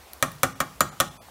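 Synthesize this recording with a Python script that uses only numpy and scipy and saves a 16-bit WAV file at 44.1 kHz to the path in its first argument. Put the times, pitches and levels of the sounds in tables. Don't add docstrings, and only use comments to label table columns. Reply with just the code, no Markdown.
import sys
import numpy as np
from scipy import signal
from scipy.fft import rfft, irfft
from scipy.io import wavfile
from scipy.ndimage import uniform_filter1d

SR = 44100
rng = np.random.default_rng(int(sys.argv[2]) if len(sys.argv) > 2 else 0)


def log_audio(samples):
    frames = np.atleast_2d(samples).T
    limited = np.clip(frames, -1, 1)
    pcm = np.round(limited * 32767).astype(np.int16)
    wavfile.write(sys.argv[1], SR, pcm)


def gain_from_db(level_db):
    decades = np.asarray(level_db, float) / 20
    return 10 ** decades


N = 57330

# (frequency [Hz], level [dB])
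HISS_COLOUR = [(30, -19), (60, 11), (130, -16.5), (330, -10), (780, -8.5), (2000, -15.5), (5000, -20.5),
               (16500, -24)]
# (frequency [Hz], decay to -60 dB [s])
KITCHEN_T60 = [(100, 0.93), (500, 0.36), (1500, 0.35), (5000, 0.43), (14000, 0.19)]
# (time [s], level [dB])
SPITS = [
    (0.1336, -20),
    (.28, -33),
    (.317, -29),
    (0.3198, -29),
    (.352, -39),
    (0.972, -48),
]
# (time [s], level [dB], pitch [Hz])
BUBBLES = [(.071, -41.5, 750), (0.084, -48, 620), (.15, -43, 704), (.93, -37.5, 1340), (.385, -41.5, 4100),
           (0.923, -38, 860), (.928, -36, 715), (.97, -40, 1210), (.971, -46, 1500), (1.19, -42.5, 750),
           (1.205, -40, 633), (1.285, -36, 760), (1.285, -43, 1000)]
# (frequency [Hz], level [dB])
SPIT_COLOUR = [(1500, -29), (3000, 3), (5000, -9), (8000, -9), (13500, -0.5), (16500, -3)]
# (time [s], pot ring [dB], thud [dB], crack [dB],
# thud pitch [Hz])
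BLOWS = [
    (.2257, -9.5, -1, -7.5, 1737),
    (0.4325, -7.5, -6.5, -6, 1293),
    (0.6032, -10.5, -11, -13, 1297),
    (0.8065, -8.5, -4, -7.5, 1253),
    (1.0014, -8, -12.5, -6, 1290),
         (1.0068, -18.5, -25, -7.5, 1580),
    (.4324, -53, 1, -43, 2120),
]
# (time [s], level [dB])
BOWL_SINGS = [
    (.4324, -34),
    (.6035, -28),
    (.8064, -21),
    (1.0016, -29),
    (1.0068, -27),
]
# (frequency [Hz], level [dB], decay to -60 dB [s])
SUPPORT_MODES = [(109.7, -40, 1), (147.9, -26, 0.4), (194, -36.5, 0.4), (265.2, -19, 0.18),
                 (345.3, -24.5, 0.14)]
# (frequency [Hz], level [dB], decay to -60 dB [s])
WALL_MODES = [(555, -13.5, 0.066), (576.8, -13.5, 0.065), (620, -16, 0.083), (750, -21.5, 0.11),
              (836, -28.5, 0.32), (1089, -21.5, 0.18), (1170, -20, 0.19), (1202, -26, 0.23),
              (1264, -3, 0.04), (1447, -19, 0.13), (1354, -20, 0.15), (1617, -24, 0.13),
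              (1844, -14.5, 0.072), (2319, -8.5, 0.027)]
# (frequency [Hz], level [dB], decay to -60 dB [s])
SPOON_MODES = [(2890, -19, 0.022), (3380, 0, 0.033), (3935, -2, 0.036), (5960, -31, 0.07),
               (6088, -4, 0.032), (8400, -19, 0.02)]
# (frequency [Hz], level [dB], decay to -60 dB [s])
EDGE_MODES = [(3690, -16.5, 0.0042), (6300, 0, 0.0032), (9870, 3.5, 0.0035), (12700, -12, 0.0041),
              (13820, -0.5, .006)]
# (frequency [Hz], level [dB])
CRACK_COLOUR = [(1000, -55), (3500, 7.5), (5000, -5.5), (6500, 2.5), (8500, 4), (10000, -1), (14000, 4.5),
                (16500, -20)]
# (frequency [Hz], level [dB])
RATTLE_COLOUR = [(150, -2.5), (430, -8), (570, 1.5), (920, -6), (1250, 1.5), (4800, -13.5), (7000, -8),
                 (16500, -15)]
# (frequency [Hz], decay to -60 dB [s])
RATTLE_T60 = [(100, 0.19), (1200, 0.077), (4000, 0.073), (14000, 0.049)]
# (frequency [Hz], width [Hz], share left [0-1])
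HOLLOW_DIPS = [(430, 90, 0.083), (895, 87, 0.28)]
# (time [s], fully empty [s], lowest lost frequency [Hz], share of bands kept [0-1])
DROPOUTS = [
    (.544, .001, 1900, .2),
    (.907, .001, 2200, .22),
    (1.099, .001, 1800, .25),
    (1.195, .022, 1300, .16),
]


def unit(x):
    return x / np.sqrt(np.mean(x ** 2) + 1e-20)


def along(points, hz):
    f, value = np.transpose(points)
    return np.interp(np.log(hz + 1), np.log(f + 1), value)


def coloured(x, spectrum):
    gain = gain_from_db(along(spectrum, np.fft.rfftfreq(len(x), 1 / SR)))
    return irfft(rfft(x) * gain, len(x))


def add(out, s, sound):
    part = out[int(round(s * SR)):][:len(sound)]
    part += sound[:len(part)]


def dying(t60s):
    length = SR // 2
    hz, t, z = signal.stft(rng.standard_normal(length), SR, nperseg=256)
    t60 = np.abs(along(t60s, hz))[:, None]
    return signal.istft(z * gain_from_db(-60 * t / t60), SR, nperseg=256)[1][:length]


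def room(x):
    tail = dying(KITCHEN_T60)
    wet = signal.fftconvolve(x, tail / np.linalg.norm(tail))
    return gain_from_db(-15) * np.pad(wet, (150, 0))[:len(x)]


def burner():
    z = signal.stft(rng.standard_normal(N + 600), nperseg=512)[2]
    field = uniform_filter1d(rng.standard_normal(z.shape), 6, 0)
    field = uniform_filter1d(field, 8, 1)
    patchy = z * gain_from_db(1.2 * unit(field))
    hiss = unit(coloured(signal.istft(patchy, nperseg=512)[1][:N], HISS_COLOUR))
    hiss = irfft(rfft(hiss) * (np.fft.rfftfreq(N, 1 / SR) < 15850), N)
    hum = np.sin(2 * np.pi * 58 * np.arange(N) / SR)
    return gain_from_db(-49.5) * hiss + gain_from_db(-62) * hum


def crack(t, colour):
    hold_s, t60_s = 0.0009, 0.002
    level_db = -7.5 - 60 * np.maximum(t - hold_s, 0) / t60_s
    return unit(coloured(rng.standard_normal(len(t)), colour)) * gain_from_db(level_db)


def bubble(t, hz):
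    cycles, rise = 3, 0.081
    u = t * hz / cycles
    swell = 6 * u * np.exp(-3 * u)
    return swell * np.sin(2 * np.pi * cycles * (u + rise * u * u / 2))


def sauce():
    out, t = np.zeros(N), np.arange(SR // 4) / SR
    for s, db in SPITS:
        spit = gain_from_db(db - 60 * t / 0.022) * crack(t, SPIT_COLOUR)
        add(out, s, spit + 1.5 * room(spit))
    simmer_db, simmer_hz, spread = -70, 800, 0.4
    small = []
    for when, loud, pitch in rng.random((70, 3)):
        hz = simmer_hz * np.exp(spread * (2 * pitch - 1))
        small.append((when * N / SR, simmer_db + 8 * loud, hz))
    for s, db, hz in BUBBLES + small:
        add(out, s, gain_from_db(db) * bubble(t[:SR // 16], hz))
    return out


def ring(modes, t, attack_s):
    scatter_db, rough, rough_per_s, rough_grows_s = 1.2, 1.3, 90, 0.03
    hz, db, t60 = np.transpose(modes)[:, :, None]
    chance = rng.standard_normal((len(modes), 1))
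    knots = rng.standard_normal((2, len(modes), rough_per_s + 2))
    drift = np.array([[np.interp(t * rough_per_s, np.arange(len(k)), k) for k in side] for side in knots])
    size, phase = rough * drift * (1 - np.exp(-t / rough_grows_s))
    waver = (1 + size / 2) * np.sin(2 * np.pi * hz * t + phase)
    partials = gain_from_db(db + scatter_db * chance - 60 * t / t60) * waver
    return partials.sum(0) * (1 - np.exp(-t / attack_s))


def spoon(t):
    edge = gain_from_db(-5.5) * ring(EDGE_MODES, t, 0.0001)
    return crack(t, CRACK_COLOUR) + edge + gain_from_db(-17.5) * ring(SPOON_MODES, t, 0.0001)


def wall_thud(t, db, hz):
    t60 = 0.013 * (1270 / hz) ** 3.37
    return np.sin(2 * np.pi * hz * t) * gain_from_db(db - 60 * t / t60) * (1 - np.exp(-t / 0.00038))


def pot_ring(t):
    rattle = gain_from_db(-15.5) * coloured(dying(RATTLE_T60), RATTLE_COLOUR) * 6 * (1 - np.exp(-t / 0.00098))
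    gate = np.arange(len(t)) / SR < 0.4
    return ring(WALL_MODES, t, 0.001) + ring(SUPPORT_MODES, t, 0.00067) + rattle * gate


def hollow(x):
    f, gain = np.fft.rfftfreq(len(x), 1 / SR), 1
    for hz, width, left in HOLLOW_DIPS:
        detune = hz * hz - f * f
        gain = gain * (detune + 1j * f * width * left) / (detune + 1j * f * width)
    return irfft(rfft(x) * gain, len(x))


def knocks():
    out, t = np.zeros(N), np.arange(SR // 2) / SR
    ending = np.clip(10 * (t[-1] - t), 0, 1)
    late = np.maximum(t - 0.0007, 0)
    for s, pot_db, thud_db, crack_db, thud_hz in BLOWS:
        pot = wall_thud(late, thud_db, thud_hz) + gain_from_db(pot_db) * pot_ring(late)
        hit = pot + gain_from_db(crack_db) * spoon(t)
        add(out, s, ending * (hit + room(hit)))
    for s, db in BOWL_SINGS:
        bowl = gain_from_db(db) * ring([(7015, 0, 0.075)], t, 0.00035)
        add(out, s, ending * (bowl + room(bowl)))
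    return hollow(out)


def scene():
    return (knocks() + sauce() + burner())[None]


def treble_dropouts(x):
    fade_s, band_hz = 0.013, 170
    hz, t = np.fft.rfftfreq(N, 1 / SR), np.arange(N) / SR
    for s, empty_s, low_hz, kept in DROPOUTS:
        tally = np.floor(np.cumsum(2 * kept * rng.random(SR // band_hz)))
        survives = np.diff(tally, prepend=0)[(hz // band_hz).astype(int)] * (hz < 12500)
        depth = np.sin(np.pi / 2 * np.clip(1 - (abs(t - s) - empty_s / 2) / fade_s, 0, 1))
        lost = irfft(rfft(x) * (1 - survives) * (hz > low_hz), N)
        x = x - depth * lost
    return x


def band_limit(x):
    return signal.sosfilt(signal.butter(12, 17040, fs=SR, output="sos"), x)


def record(dry):
    hz = np.fft.rfftfreq(N, 1 / SR)
    low = 1j * hz / 51
    bass = (low / (1 + low)) ** 2
    top = (gain_from_db(-27) + 1 / (1 + (hz / 15900) ** 90)) * (hz < 17000)
    mix = treble_dropouts(irfft(rfft(dry) * bass * top, N))
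    return band_limit(mix)


dry = scene()
out = record(dry)
log_audio(out)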